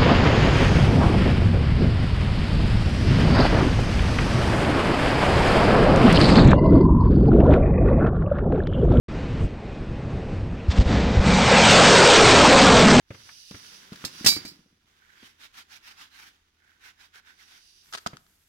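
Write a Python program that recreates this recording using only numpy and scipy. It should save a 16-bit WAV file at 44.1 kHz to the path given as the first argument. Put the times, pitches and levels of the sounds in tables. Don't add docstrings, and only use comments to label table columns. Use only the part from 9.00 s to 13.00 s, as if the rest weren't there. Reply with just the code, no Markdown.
import sys
import numpy as np
from scipy import signal
from scipy.fft import rfft, irfft
from scipy.io import wavfile
from scipy.ndimage import uniform_filter1d

SR = 44100
rng = np.random.default_rng(int(sys.argv[2]) if len(sys.argv) > 2 else 0)


def waveform_to_disk(signal):
    frames = np.transpose(np.atleast_2d(signal))
    scaled = np.clip(frames, -1, 1) * 32767
    samples = np.round(scaled).astype(np.int16)
    wavfile.write(sys.argv[1], SR, samples)


N = 176400
T = np.arange(N) / SR

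# pitch in Hz, strength in dB.
BOOM_TONE = [(15, -12.5), (35, -11), (70, -1), (110, 2.5), (160, -1), (230, -11.5), (600, -48.5)]
RUMBLE_TONE = [(20, -33.5), (70, -15), (120, -5.5), (170, -1.5), (215, -2), (270, -3), (350, -8.5),
               (700, -19), (2000, -51)]
ROAR_TONE = [(100, -21), (300, -8), (420, -1.5), (530, -1), (680, -4.5), (850, -5.5), (1100, -9.5),
             (1600, -13), (3000, -22.5), (9000, -39.5)]
HISS_TONE = [(300, -21.5), (900, -4), (1400, 0), (1900, -2.5), (2350, 0), (2750, -2.5), (3300, -2),
             (4800, -6.5), (6500, -12), (8300, -14), (9300, -34.5)]
# time in seconds, level in dB.
BOOM_LEVELS = [(2.2, -45), (2.6, -30.5), (3.0, -32), (3.3, -14.5), (3.7, -13.5), (4, -14)]
# time in seconds, then rumble, roar and hiss levels in dB.
MOTOR_LEVELS = [(2.2, -50, -30.5, -57), (2.238, -40, -24.5, -41), (2.262, -23, -22.5, -28.5),
                (2.34, -35, -28, -25), (2.42, -43, -19.5, -24), (2.5, -31, -19, -20),
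                (2.68, -18, -18.5, -14), (2.78, -8.5, -5.5, -8), (3.1, -8.5, -1.5, -3),
                (3.4, -6, -2.5, -7.5), (3.7, -9, -6.5, -10), (3.9, -4.5, -8, -12), (4, -2.5, -4.5, -12)]

def motor():
    rumble_db, roar_db, hiss_db = (curve(np.array(MOTOR_LEVELS)[:, [0, k]]) for k in (1, 2, 3))
    shock_hits = rng.random(N) < 900 / SR
    shocks = shock_hits * amp(3 * np.minimum(rng.exponential(1, N), 3))
    crackle = amp(-8.5) * unit(colour(shocks.mean() - shocks, HISS_TONE))
    hiss = rush(HISS_TONE, patchy_db=2, flutter_db=0.3, flutter_hz=72.6) + crackle
    roar = rush(ROAR_TONE, patchy_db=2.5, flutter_db=0.5, flutter_hz=31.4)
    rumble = rush(RUMBLE_TONE, patchy_db=0.5, flutter_db=0, flutter_hz=6.7)
    boom = rush(BOOM_TONE, patchy_db=1.5, flutter_db=0.5, flutter_hz=15) * loudness(BOOM_LEVELS)
    exhaust = boom + rumble * amp(rumble_db) + roar * amp(roar_db) + hiss * amp(hiss_db)
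    lit = T > MOTOR_LEVELS[0][0]
    return deck_echo(exhaust) * lit


# time in seconds, delay in milliseconds.
ECHO_DELAYS = [(2.25, 0.64), (2.6, 1.13), (2.82, 1.52), (3.12, 2.21), (3.35, 2.87), (3.56, 3.8),
               (3.75, 4.3), (3.92, 4.7), (4, 4.66)]

def deck_echo(x):
    dull = signal.sosfilt(signal.butter(1, 2200, fs=SR, output="sos"), x)
    delay_ms = curve(ECHO_DELAYS)
    echo = np.interp(T - delay_ms / 1000, T, dull)
    share = .15 + .06 * delay_ms
    return (x + share * echo) / np.hypot(1, share)


# pitch in Hz, strength in dB.
VENT_TONE = [(300, -5), (850, -4.5), (1100, -7), (2300, -4), (3500, -5.5), (5000, -8), (7000, -16.5),
             (9000, -27)]
GAS_TONE = [(18, -37), (30, -11), (54, 1), (148, -6), (207, -1.5), (334, -16.5), (526, -12), (565, -17.5),
            (607, -16.5), (668, -17), (1240, -25), (2000, -26.5), (2660, -28.5), (3630, -29.5), (6000, -41),
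            (7800, -47), (9000, -59.5), (11700, -70), (19800, -120)]
# time in seconds, level in dB.
VENT_LEVELS = [(1.685, -51), (1.715, -33.5), (1.75, -43.5), (1.785, -34.5), (1.818, -35.5), (1.835, -50),
               (1.86, -44), (1.885, -39), (2, -51), (2.2, -38)]
GAS_LEVELS = [(1.69, -59), (1.72, -31.5), (1.78, -24), (1.81, -21.5), (1.84, -33), (1.88, -22.5),
              (1.93, -18), (2.01, -19), (2.08, -21.5), (2.16, -21), (2.225, -24), (2.3, -17), (2.5, -29),
              (2.8, -35)]

def ejection():
    vent = rush(VENT_TONE, patchy_db=1, flutter_db=1, flutter_hz=90) * loudness(VENT_LEVELS)
    gas = rush(GAS_TONE, patchy_db=0.5, flutter_db=-0.5, flutter_hz=50) * loudness(GAS_LEVELS)
    return (vent + gas) * (T > GAS_THUMPS[0][0])


# start in seconds, pitch in Hz, level in dB, swell time in seconds.
GAS_THUMPS = [(1.683, 73.5, -7.5, .009), (1.785, 63.6, -0.5, 0.0088), (1.807, 60, -8, 0.0057),
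              (1.863, 69, -10.5, 0.0049), (2.169, 70, -4.5, 0.0073), (2.194, 52, -5, 0.0045)]

def thumps():
    out = np.zeros(N)
    for start, hz, db, swell in GAS_THUMPS:
        age = np.maximum(T - start, 0)
        rise_and_fall = (age / swell) ** 2 * np.exp(2 * (1 - age / swell))
        out -= amp(db) * rise_and_fall * np.sin(2 * np.pi * hz * age)
    return out


# pitch in Hz, width in Hz, level in dB under gas, then under flame.
LAUNCHER_NOTES = [(184, 41, -26.5, -23.5), (524, 100, -37.5, -30), (810, 94, -45, -31),
                  (2036, 69, -42.5, -36.5), (2170, 130, -51, -36.5), (2347, 96, -45.5, -31.5),
                  (2545, 67, -49.5, -38.5)]
# time in seconds, added level in dB.
GAS_DRIVE = [(1.7, -27), (1.86, -12), (1.93, -3), (2.05, -2), (2.2, -3), (2.3, -12)]
FLAME_DRIVE = [(2.225, -31), (2.264, -1), (2.36, -1.5), (2.55, 5), (2.7, -3), (3.0, -20)]

def launcher():
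    gas, flame = (loudness(rows) * (T > rows[0][0]) * (T < rows[-1][0])
                  for rows in (GAS_DRIVE, FLAME_DRIVE))
    return sum(ringing(hz, width) * (gas * amp(gas_db) + flame * amp(flame_db))
               for hz, width, gas_db, flame_db in LAUNCHER_NOTES)


# pitch in Hz, strength in dB.
BREEZE_TONE = [(15, -10), (35, 1.5), (90, 0.5), (200, -4.5), (400, -17), (800, -35.5), (3000, -64)]
GUST_TONE = [(12, -6), (30, 2.5), (60, -1.5), (130, -5), (260, -11.5), (450, -26), (1500, -57.5)]
# time in seconds, level in dB.
BREEZE_LEVELS = [(.08, -38), (.25, -29), (.42, -28.5), (.5, -34.5), (.75, -35), (1, -32), (1.1, -29.5),
                 (1.25, -30.5), (1.45, -27.5), (1.65, -35.5)]

def wind():
    breeze = rush(BREEZE_TONE, patchy_db=1.5, flutter_db=1.2, flutter_hz=22) * loudness(BREEZE_LEVELS)
    burst = np.exp(-((T - .435) / .035) ** 4)
    gust = unit(colour(rng.standard_normal(N), GUST_TONE)) * burst
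    return breeze + amp(-20.5) * gust


# pitch in Hz, strength in dB.
WASH_TONE = [(120, -13), (200, -3.5), (275, -5), (403, -13.5), (465, -10.5), (504, -13), (774, -21.5),
             (1310, -24), (2560, -26.5), (3200, -32), (4400, -36.5), (9000, -54.5), (11700, -73),
             (19800, -120)]
WAVE_TONE = [(150, -25), (350, 6.5), (600, 3), (800, 2), (1300, -23), (4000, -41.5)]
# time in seconds, level in dB.
WASH_LEVELS = [(.08, -36.5), (.2, -35), (.42, -35.5), (.5, -43), (.7, -40), (.95, -40.5), (1.2, -38.5),
               (1.5, -40.5), (1.7, -39)]
WAVE_LEVELS = [(.5, -54), (.65, -44), (.9, -53), (1.15, -40.5), (1.35, -43.5), (1.65, -55)]

def sea():
    wash = rush(WASH_TONE, patchy_db=1.2, flutter_db=-0.5, flutter_hz=12)
    wash = signal.sosfilt(signal.butter(2, 230, "high", fs=SR, output="sos"), wash)
    wave = rush(WAVE_TONE, patchy_db=0.5, flutter_db=1, flutter_hz=12)
    return unit(wash) * loudness(WASH_LEVELS) + wave * loudness(WAVE_LEVELS)


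def machinery():
    return amp(-63.5) * ringing(hz=2495, width_hz=53)


def amp(db):
    return 10 ** (np.asarray(db) / 20)


def unit(x):
    return x / np.sqrt(np.mean(x ** 2) + 1e-20)


def curve(rows):
    return np.interp(T, *np.transpose(rows))


def loudness(rows):
    return amp(curve(rows))


def colour(x, tone):
    size = 4096
    hz, db = np.transpose(tone)
    pitches = abs(np.fft.fftfreq(size, 1 / SR))
    log_gain = np.log(amp(np.interp(np.log(pitches + 1), np.log(hz + 1), db)))
    response = np.exp(np.conj(signal.hilbert(log_gain)))
    taps = np.fft.ifft(response).real[:size // 2]
    return signal.oaconvolve(x, taps)[:N]


def drift(rate_hz):
    hz = np.fft.rfftfreq(N, 1 / SR)
    noise = rfft(rng.standard_normal(N))
    return unit(irfft(noise * np.exp(-(hz / rate_hz) ** 2) * (hz > rate_hz / 10), N))


def turbulence(patchy_db):
    grid = signal.stft(rng.standard_normal(N), nperseg=512, noverlap=384)[2]
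    patches = uniform_filter1d(rng.standard_normal(grid.shape), size=6, axis=0)
    patches = unit(uniform_filter1d(patches, size=14, axis=1))
    return unit(signal.istft(grid * amp(patchy_db * patches), nperseg=512, noverlap=384)[1][:N])


def rush(tone, patchy_db, flutter_db, flutter_hz):
    return unit(colour(turbulence(patchy_db), tone) * amp(flutter_db * drift(flutter_hz)))


def ringing(hz, width_hz):
    b, a = signal.iirpeak(hz, hz / width_hz / np.sqrt(2), fs=SR)
    return unit(signal.lfilter(b, a, signal.lfilter(b, a, rng.standard_normal(N))))


def low_pass(x, hz):
    return signal.oaconvolve(x, signal.firwin(701, hz, window=("kaiser", 8), fs=SR), "same")


def scene():
    mix = sea() + wind() + machinery() + thumps() + ejection() + launcher() + motor()
    return np.tile(mix, (2, 1))


# pitch in Hz, width in Hz.
DELAYED_BANDS = [(2500, 1600), (4500, 1800), (7000, 2200)]

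def overload(x, ceiling=.48):
    treble = .2 * signal.sosfilt(signal.butter(1, 1500, "high", fs=SR, output="sos"), x)
    x = treble + ceiling * np.tanh((x - treble) / ceiling)
    for hz, width in DELAYED_BANDS:
        x = x - 2 * signal.lfilter(*signal.iirpeak(hz, hz / width, fs=SR), x)
    return x


# pitch in Hz, boost in dB.
MIC_TONE = [(20, 2), (300, 0.5), (1000, 2), (2500, 0), (5000, 1.5), (9000, 2)]

def record(dry):
    switch_on_s, fade_in_s, limit_db, peak = .082, .004, -11, .76
    x = colour(overload(dry[0]), MIC_TONE)
    x = x * np.clip((T - switch_on_s) / fade_in_s, 0, 1)
    power_db = 10 * np.log10(abs(uniform_filter1d(x ** 2, size=3000)) + 1e-12)
    x = x * amp(-np.maximum(power_db - limit_db, 0))
    x = np.clip(low_pass(x, hz=9080), -peak, peak)
    return np.tile(low_pass(x, hz=15900), (2, 1))


dry = scene()
out = record(dry)
waveform_to_disk(out)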